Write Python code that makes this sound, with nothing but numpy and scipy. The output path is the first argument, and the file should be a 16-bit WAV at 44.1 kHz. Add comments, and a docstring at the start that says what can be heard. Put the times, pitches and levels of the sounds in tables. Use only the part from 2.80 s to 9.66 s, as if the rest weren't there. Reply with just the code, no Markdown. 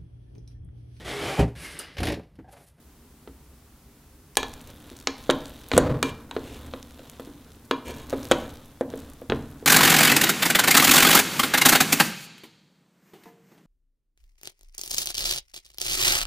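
"""A quiet kitchen, two microphones close to a rice cooker. At first there is room tone, a low drone
and one faint knock. From 1.6 s a plastic paddle stirs cooked rice and vegetables: it clacks and scrapes
on the nonstick pot, and between blows the sticky rice squelches and crackles. At 2.5 s and 3 s the pot
knocks hard in its housing, and with the second knock a scoopful tumbles back. The stirring goes on
through another hard knock at 5.5 s and a small tumble at 6.5 s, then ends on a soft push."""
import sys
import numpy as np
from scipy import signal
from scipy.fft import rfft, irfft, next_fast_len
from scipy.io import wavfile

SR = 44100
rng = np.random.default_rng(int(sys.argv[2]) if len(sys.argv) > 2 else 0)


def persist_wave(psi):
    """Save psi, clipped to +-1, as 16-bit WAV."""
    counts = np.round(np.clip(psi, -1, 1) * 32767).astype(np.int16)
    wavfile.write(sys.argv[1], SR, np.atleast_2d(counts).T)


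N = 302513
TIME = np.arange(N) / SR
AGE = np.arange(SR // 2) / SR  # seconds since a blow


def amp(db):
    """Decibels to gain."""
    return 10 ** (np.asarray(db) / 20)


def unit(x):
    """Scales to rms 1."""
    return x / np.sqrt(np.mean(x ** 2) + 1e-20)


def unit_hit(x):
    """Scales a short sound to the energy of 10 ms at rms 1."""
    return x * np.sqrt(SR / 100 / (np.sum(x ** 2) + 1e-20))


def value_at(points, hz):
    """A curve's value at hz, on a log-frequency axis."""
    freqs, values = np.transpose(points)
    return np.interp(np.log(hz + 1), np.log(freqs + 1), values)


def add(mix, start_s, sound):
    """Mixes a sound in at start_s."""
    part = mix[max(round(start_s * SR), 0):][:len(sound)]
    part += sound[:len(part)]


def colour(x, spectrum):
    """Filters by a spectrum in dB."""
    size = next_fast_len(len(x))
    gain = amp(value_at(spectrum, np.fft.rfftfreq(size, 1 / SR)))
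    return irfft(rfft(x, size) * gain, size)[:len(x)]


def band(x, lo_hz, hi_hz, order=2):
    """Causal band-pass."""
    edges_hz = [lo_hz, min(hi_hz, SR / 2 - 1000)]
    return signal.sosfilt(signal.butter(order, edges_hz, "band", fs=SR, output="sos"), x)


def ring(modes):
    """Dying sines; each blow lands elsewhere and weights them a little differently."""
    out = np.zeros(SR // 4)
    for hz, db, t60 in modes:
        t = AGE[:int(t60 * SR)]
        add(out, 0, amp(db + rng.standard_normal() - 60 * t / t60) * np.sin(2 * np.pi * hz * t))
    return unit_hit(out)


def crack(lo_hz, hi_hz, t60, after_db, after_t60):
    """Crowded, well damped modes: a sharp burst and a weaker after-ring."""
    t = AGE[:SR // 10]
    decay = amp(-60 * t / t60) + amp(after_db - 60 * t / after_t60)
    return unit_hit(band(rng.choice([-1., 1.], len(t)) * decay, lo_hz, hi_hz, order=3))


def grains(per_s, spread_db, size):
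    """Random clicks, mostly small and a few large."""
    strength = amp(spread_db * np.minimum(rng.exponential(1, size), 4))
    sign = rng.choice([-1., 1.], size)
    return strength * sign * (rng.random(size) < per_s / SR)


def gesture(start_s, length_s, rise_s, release_s):
    """An envelope that rises, holds, then dies away."""
    rise = np.clip((TIME - start_s) / rise_s, 0, 1)
    return rise * np.exp(-np.maximum(TIME - start_s - length_s, 0) / release_s)


# each microphone's own noise: freq_hz, level_db
HISS_SPECTRUM = [(24, -34), (40, -2), (136, -6), (722, -6.5), (3470, -7), (12400, -2), (15500, -4)]
def microphone_hiss(level_db=-60.5):
    """Steady self-noise of one microphone."""
    return amp(level_db) * unit(colour(rng.standard_normal(N), HISS_SPECTRUM))


# the still kitchen: freq_hz, level_db
ROOM_TONE_SPECTRUM = [(12, -48), (20, -4.5), (70, 2), (106, -5.5), (145, -1), (202, -8), (226, -0.5),
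                      (373, -12), (417, -6.5), (454, -18), (507, -13.5), (551, -18.5), (886, -17.5),
                      (2220, -25.5), (5000, -29), (15600, -36.5)]
# a low drone that swells and fades: time_s, level_db
DRONE_LEVELS = [(0, -63), (.4, -67), (.51, -49), (.69, -57), (.78, -51), (.89, -56), (.98, -49),
                (1.12, -69), (1.6, -66)]
def room_tone(level_db=-54):
    """Steady noise of the kitchen, with a low drone that wavers early on."""
    drone_db = np.interp(TIME, *np.transpose(DRONE_LEVELS))
    drone = amp(drone_db) * unit(band(rng.standard_normal(N), 59.5, 71))
    return amp(level_db) * unit(colour(rng.standard_normal(N), ROOM_TONE_SPECTRUM)) + drone


# decay of the kitchen's echoes: freq_hz, t60_s
ECHO_DECAY = [(100, 0.85), (260, 0.37), (700, 0.52), (1840, 0.47), (4850, 0.49), (14000, 0.085)]
# tone of those echoes at the microphones: freq_hz, level_db
ECHO_SPECTRUM = [(60, 2), (135, -3), (185, -10.5), (250, -2), (400, -11.5), (600, -11.5), (1000, -9),
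                 (1400, -13.5), (2200, -15), (4000, -14.5), (6000, -17), (14000, -33.5)]
def kitchen_echoes(x, first_s=0.003):
    """Dense echoes off near walls, each band dying at its own speed."""
    echoes = grains(4000, 0.51, len(AGE)) * np.clip((AGE - first_s) / 0.0023, 0, 1)
    hz, t, bands = signal.stft(echoes, SR, nperseg=256)
    decay = amp(-60 * t / value_at(ECHO_DECAY, hz)[:, None])
    tail = signal.istft(bands * decay, SR, nperseg=256)[1]
    return signal.oaconvolve(x, colour(tail / np.linalg.norm(tail), ECHO_SPECTRUM))[:N]


# slow low resonances of cooker, table and room: pitch_hz, gain_db, width_hz
BOOM_MODES = [(76, -3, 34), (138, 6, 14), (240, 2, 15), (490, -5, 20)]
def boom(x, delay_s=0.00754):
    """Low resonances that swell after each blow and outlast it."""
    out = np.zeros(N)
    for hz, db, width_hz in BOOM_MODES:
        swell = AGE * np.exp(-np.pi * width_hz * AGE)
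        response = 2 * swell / swell.sum() * np.sin(2 * np.pi * hz * AGE)
        add(out, delay_s, amp(db) * signal.oaconvolve(x, response))
    return out


# a low hum standing between table and walls: pitch_hz, level_db, t60_s
STANDING_WAVE_MODES = [(270, 0, .11), (345, -8, .08), (398, -8, .07), (475, -9, .1)]
def standing_wave_hum(rise_s=.02):
    """A low hum between table and walls takes a few cycles to build after a blow, then dies quickly."""
    out = np.zeros(N)
    swell = 1 - np.exp(-(AGE[:SR // 4] / rise_s) ** 2)
    for start_s, *_, hum_db in contacts():
        add(out, start_s, amp(hum_db) * unit_hit(ring(STANDING_WAVE_MODES) * swell))
    return out


def starch_pop(hz, t60=0.0009, rustle_share=0.73):
    """A starch film snapping: a click of a few cycles with a rustle around its pitch."""
    t = AGE[:SR // 50]
    snap = np.sin(2 * np.pi * hz * t) * amp(-60 * t / t60)
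    rustle = band(rng.standard_normal(len(t)), hz / 2.6, hz * 2.5) * amp(-60 * t / 0.01)
    return unit_hit(unit_hit(snap) + rustle_share * unit_hit(rustle))


# low shove of the mass and its wet squelch, heard close: freq_hz, level_db
SHOVE_SPECTRUM = [(20, -5), (40, -23), (75, 3.5), (105, -9), (140, 1.5), (185, -10), (250, 4.5), (350, -8),
                  (490, -8), (750, -16.5), (1500, -15.5), (4000, -44)]
SQUELCH_SPECTRUM = [(200, 2), (600, 1), (1500, -6), (2300, -9), (3700, -2.5), (5000, -15), (7500, -16.5),
                    (15000, -18)]
# the paddle moves through the rice: start_s, length_s, shove_db, squelch_db, crackle_db
PADDLE_STROKES = [(1.603, 0.6, -53.5, -55.5, -59), (2.356, 0.55, -56.5, -50.5, -57),
                  (3.222, 0.19, -48, -74, -64), (3.516, 0.39, -48, -52, -61.5),
                  (4.067, 0.37, -56, -55, -60), (4.46, 0.36, -55, -74, -63),
                  (5.044, 0.12, -45.5, -53, -54.5), (5.261, 0.31, -44, -49, -53),
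                  (6.08, 0.12, -47.5, -55, -55.5), (6.517, 0.18, -47, -61, -61)]
# large sticky grains letting go: start_s, level_db, pitch_hz
GRAIN_SNAPS = [(1.5548, -46.5, 4900), (1.738, -45, 6400), (2.1007, -49.5, 4170), (2.2016, -52, 5200),
               (2.6567, -44, 4150), (2.8866, -46, 11000), (4.0283, -46, 5240), (4.298, -45, 6400),
               (5.298, -43, 6200), (5.305, -45, 6400), (5.4534, -43, 5170)]
def sticky_rice(crackles_per_s=200):
    """With each stroke the paddle shoves the soft mass, which squelches while single grains unstick."""
    levels = np.zeros((3, N))
    for start_s, length_s, *layers_db in PADDLE_STROKES:
        stroke = gesture(start_s, length_s, rise_s=0.019, release_s=0.23)
        levels = np.maximum(levels, amp(layers_db)[:, None] * stroke)
    shove_gain, squelch_gain, crackle_gain = levels
    shove = shove_gain * unit(colour(grains(500, 2.6, N), SHOVE_SPECTRUM))
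    squelch = squelch_gain * unit(colour(grains(3500, 6.1, N), SQUELCH_SPECTRUM))
    pitches_hz = np.geomspace(3000, 13000, 10)
    pops_per_s = crackles_per_s / len(pitches_hz)
    pops = sum(signal.oaconvolve(grains(pops_per_s, 4.1, N), starch_pop(hz))[:N] for hz in pitches_hz)
    crackle = crackle_gain * unit(pops)
    for start_s, db, hz in GRAIN_SNAPS:
        add(crackle, start_s, amp(db) * starch_pop(hz))
    return shove + squelch + crackle


# soft clumps landing: freq_hz, level_db
PATTER_SPECTRUM = [(25, -24), (45, -10), (75, -0.5), (105, -10), (138, 6), (185, 1.5), (235, 6.5),
                   (350, -4.5), (490, 2), (750, -14), (1200, -14), (2000, -23.5), (3700, -32.5),
                   (6000, -42), (15000, -50)]
# the whole cooker on its feet: pitch_hz, level_db, t60_s
THUMP_MODES = [(88, 0, 0.17), (131.6, 2.5, .12)]
# rice falls back into the pot: start_s, length_s, patter_db, thump_db
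SCOOPFULS = [(2.94, .19, -25.5, -26), (6.495, 0.017, -31, -30.5)]
def tumbles(clumps_per_s=380, spread_db=1.5):
    """The mass lands with a low thump and soft clumps patter after it."""
    flow = sum(amp(patter_db) * gesture(start_s, length_s, rise_s=0.01, release_s=0.044)
               for start_s, length_s, patter_db, _ in SCOOPFULS)
    out = flow * unit(colour(grains(clumps_per_s, spread_db, N), PATTER_SPECTRUM))
    for start_s, _, _, thump_db in SCOOPFULS:
        add(out, start_s, amp(thump_db) * ring(THUMP_MODES))
    return out


# wall of the metal pot: pitch_hz, level_db, t60_s
POT_MODES = [(480, -6, .22), (600, -9, .13), (965, -1, .12), (1015, -5, .12), (1060, -2, .18),
             (1250, -16, .16), (1712, 0, .11), (1750, -8, .1), (2379, -5, .2), (2410, -8, .14),
             (2912, -11, .14), (3338, -5, .17), (3800, -9, .1), (3990, -14, .13), (4365, -9, .1),
             (4565, -17, .18), (5080, -19, .15), (5706, -19, .15), (6585, -9, .15), (6700, -12, .12),
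             (7700, -18, .1), (8150, -21, .12), (9600, -23, .14), (13320, -25, .08)]
def pot_wall(hardness_db, favoured_hz, tilt=0.21, favour_db=6, favour_octaves=0.24):
    """The pot's ring: soft contacts lean to the low modes, and the place struck favours one pitch."""
    modes = []
    for hz, db, t60 in POT_MODES:
        tilt_db = tilt * hardness_db * np.log2(hz)
        place_db = favour_db * np.exp(-(np.log2(hz / favoured_hz) / favour_octaves) ** 2)
        modes.append((hz, db + tilt_db + place_db, t60))
    return ring(modes)


# rasp of the paddle's dimples: freq_hz, level_db
RASP_SPECTRUM = [(200, 6), (500, 17), (1150, -20), (1800, -0.5), (2700, 4), (3700, -1), (5200, -9.5),
                 (7000, -5.5), (11000, -12.5), (15000, -18)]
# the paddle drags on the pot: start_s, length_s, rasp_db, ring_db
PADDLE_DRAGS = [(1.578, 0.042, -39.5, -48), (1.859, 0.065, -55, -63), (2.917, 0.064, -36, -60),
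                (3.231, 0.086, -39.5, -43.5), (3.615, 0.19, -48.5, -65), (5.042, 0.092, -41.5, -45.5),
                (5.107, 0.16, -52.5, -53), (5.529, 0.16, -49, -53)]
def scrapes(slips_per_s=2500):
    """Tiny slips of the dimpled paddle rasp and set the pot singing."""
    out = np.zeros(N)
    for start_s, length_s, rasp_db, ring_db in PADDLE_DRAGS:
        size = int(length_s * SR)
        slips = unit(grains(slips_per_s, 1.6, size)) * signal.windows.tukey(size, .5)
        metal = ring(POT_MODES)
        add(out, start_s, amp(rasp_db) * unit(colour(slips, RASP_SPECTRUM)))
        add(out, start_s, amp(ring_db) * signal.fftconvolve(slips, metal / np.linalg.norm(metal)))
    return out


# the paddle taps the bare wall:
# start_s, clack_db, thud_db, tick_db, tick_hz, ring_db, favoured_hz, hum_db
WALL_TAPS = [(1.5703, -18.5, -26.5, -20, 8700, -23, 1730, -34),
             (1.6302, -30.5, -33.5, -41.5, 6900, -29.5, 1750, -44),
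             (2.272, -23.5, -30, -24, 5670, -31, 1750, -27.5),
             (3.228, -22.5, -26, -28, 7860, -25.5, 2380, -21.5),
             (4.911, -26, -22, -41.5, 6860, -23.5, 1060, -22)]
# the pot knocks against its housing: start_s, thud_db, thud_hz, clack_db, hardness_0_to_1
POT_KNOCKS = [(0.475, -41.5, 408, -54, .05), (2.5002, -19, 366, -20, .4), (2.508, -42, 580, -29.5, 0.75),
              (2.916, -27, 463, -26.5, 0.41), (2.935, -23, 285, -30, 0.1), (2.967, -18, 239, -34, 0.6),
              (2.978, -8.5, 495, -22.5, 1), (3.5112, -42, 920, -38, 0.5), (3.565, -23.5, 422, -40.5, 0.3),
              (3.937, -33, 504, -41.5, 0.3), (4.397, -36, 477, -51, 0.7), (5.513, -12.5, 510, -24, 0.75),
              (5.5182, -25.5, 310, -18.5, 0.5), (6.01, -19.5, 493, -46, 0.7),
              (6.499, -27.5, 332, -30.5, 0.38), (6.521, -18.5, 422, -32.5, 0)]
# pushes reach the pot through a cushion of rice: start_s, thud_db, thud_hz
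CUSHIONED_PUSHES = [(2.115, -43, 312), (2.4936, -14, 490), (4.194, -44, 524), (4.473, -38.5, 307),
                    (5.1, -37.5, 435), (5.3279, -23.5, 528), (5.335, -23.5, 398), (6.1379, -30, 446),
                    (6.418, -37, 490), (6.826, -37.5, 426)]
def contacts(tap_thud_hz=421, deep_hz=980, hum_offset_db=-12, hum_growth=0.71):
    """Lists every tap, knock and push; blows deep in the pot favour the wall modes near deep_hz."""
    for start_s, clack_db, thud_db, tick_db, tick_hz, ring_db, favoured_hz, hum_db in WALL_TAPS:
        yield start_s, thud_db, tap_thud_hz, clack_db, tick_db, tick_hz, ring_db, favoured_hz, hum_db
    for start_s, thud_db, thud_hz, clack_db, hardness in POT_KNOCKS:
        tick_db = clack_db - 28.5 + 33 * hardness  # harder knocks tick louder and brighter
        tick_hz = np.interp(hardness, [0, 1], [5470, 9100])
        ring_db = clack_db - 12
        hum_db = hum_offset_db + hum_growth * thud_db
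        yield start_s, thud_db, thud_hz, clack_db, tick_db, tick_hz, ring_db, deep_hz, hum_db
    for start_s, thud_db, thud_hz in CUSHIONED_PUSHES:
        clack_db, ring_db = thud_db - 24.5, thud_db - 18  # little passes the rice
        tick_db, tick_hz = thud_db - 47, 7500  # faint tick of grains
        hum_db = hum_offset_db + hum_growth * thud_db
        yield start_s, thud_db, thud_hz, clack_db, tick_db, tick_hz, ring_db, deep_hz, hum_db


# the loaded pot in its housing, the housing's panels, the plastic paddle: pitch_hz, level_db, t60_s
HOUSING_MODES = [(277.7, 8, 0.074), (354, 11, 0.05), (395, 3, 0.038), (605, 4, 0.062), (806.5, -2.5, 0.067)]
PANEL_MODES = [(811, -0.5, 0.023), (1041, -10, 0.053), (1285, 3, 0.01), (1600, -5.5, 0.007)]
PADDLE_MODES = [(2910, 4, 0.022), (3280, 11, 0.012), (3830, -1, 0.05), (4160, -10, 0.0048),
                (5010, -5, 0.0043)]
def blows(thud_t60=0.03, housing_share=0.61, panel_share=0.77, paddle_share=0.31, crack_share=0.78):
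    """Close to the microphones, each blow thuds in the pot, cracks in the plastic and rings the wall."""
    out = np.zeros(N)
    cushion = 1 - np.exp(-AGE[:SR // 4] / 0.0012)  # rice softens the onset
    for start_s, thud_db, thud_hz, clack_db, tick_db, tick_hz, ring_db, favoured_hz, _ in contacts():
        panel_db = thud_db + 0.66 * (clack_db - thud_db) - 1  # panels follow clack more than thud
        body = ring([(thud_hz, 0, thud_t60)]) + housing_share * ring(HOUSING_MODES)
        thud = unit_hit(band(body * cushion, 164, 6000, order=1))  # a small pot radiates little bass
        panel_crack = crack_share * crack(810, 1854, t60=0.01, after_db=-7, after_t60=0.084)
        clack = crack_share * crack(2140, 4080, t60=0.0064, after_db=-12.5, after_t60=0.053)
        tick = crack(tick_hz / 1.45, tick_hz * 1.17, t60=0.012, after_db=-16, after_t60=0.032)
        # the housing panels are pushed the other way, so their ring starts opposite to paddle and pot
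        paddle = paddle_share * ring(PADDLE_MODES)
        panels = -panel_share * ring(PANEL_MODES)
        wall = pot_wall(tick_db - panel_db, favoured_hz)
        # hard contact on bare metal splashes the wall's crowded top modes, more so for a bright tick
        splash = crack(10000, 15000, t60=0.01, after_db=-20, after_t60=0.092)
        splash_db = (ring_db + tick_db) / 2 + 26 * np.log2(tick_hz / 9100) - 5.5
        for db, sound in [(thud_db, thud), (panel_db, panel_crack), (clack_db, clack), (tick_db, tick),
                          (clack_db, paddle), (panel_db, panels), (ring_db, wall), (splash_db, splash)]:
            add(out, start_s, amp(db) * sound)
    return out


def scene(boom_db=-5, room_db=-1):
    """Both microphones hear the same close cooker and the kitchen behind it; each adds its own hiss."""
    impacts = blows() + tumbles()
    direct = impacts + scrapes() + sticky_rice()
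    resonance = standing_wave_hum() + amp(boom_db) * boom(impacts)
    mono = direct + resonance + amp(room_db) * kitchen_echoes(direct) + room_tone()
    return np.array([mono + microphone_hiss() for _ in range(2)])


def record(dry, cutoff_hz=15900):
    """The hardest blows overload the microphone input; a steep low-pass then trims the top."""
    low_pass = signal.firwin(401, cutoff_hz, window=("kaiser", 8), fs=SR)
    return signal.oaconvolve(np.clip(dry, -1, 1), low_pass[None], "same")


dry = scene()
out = record(dry)
persist_wave(out)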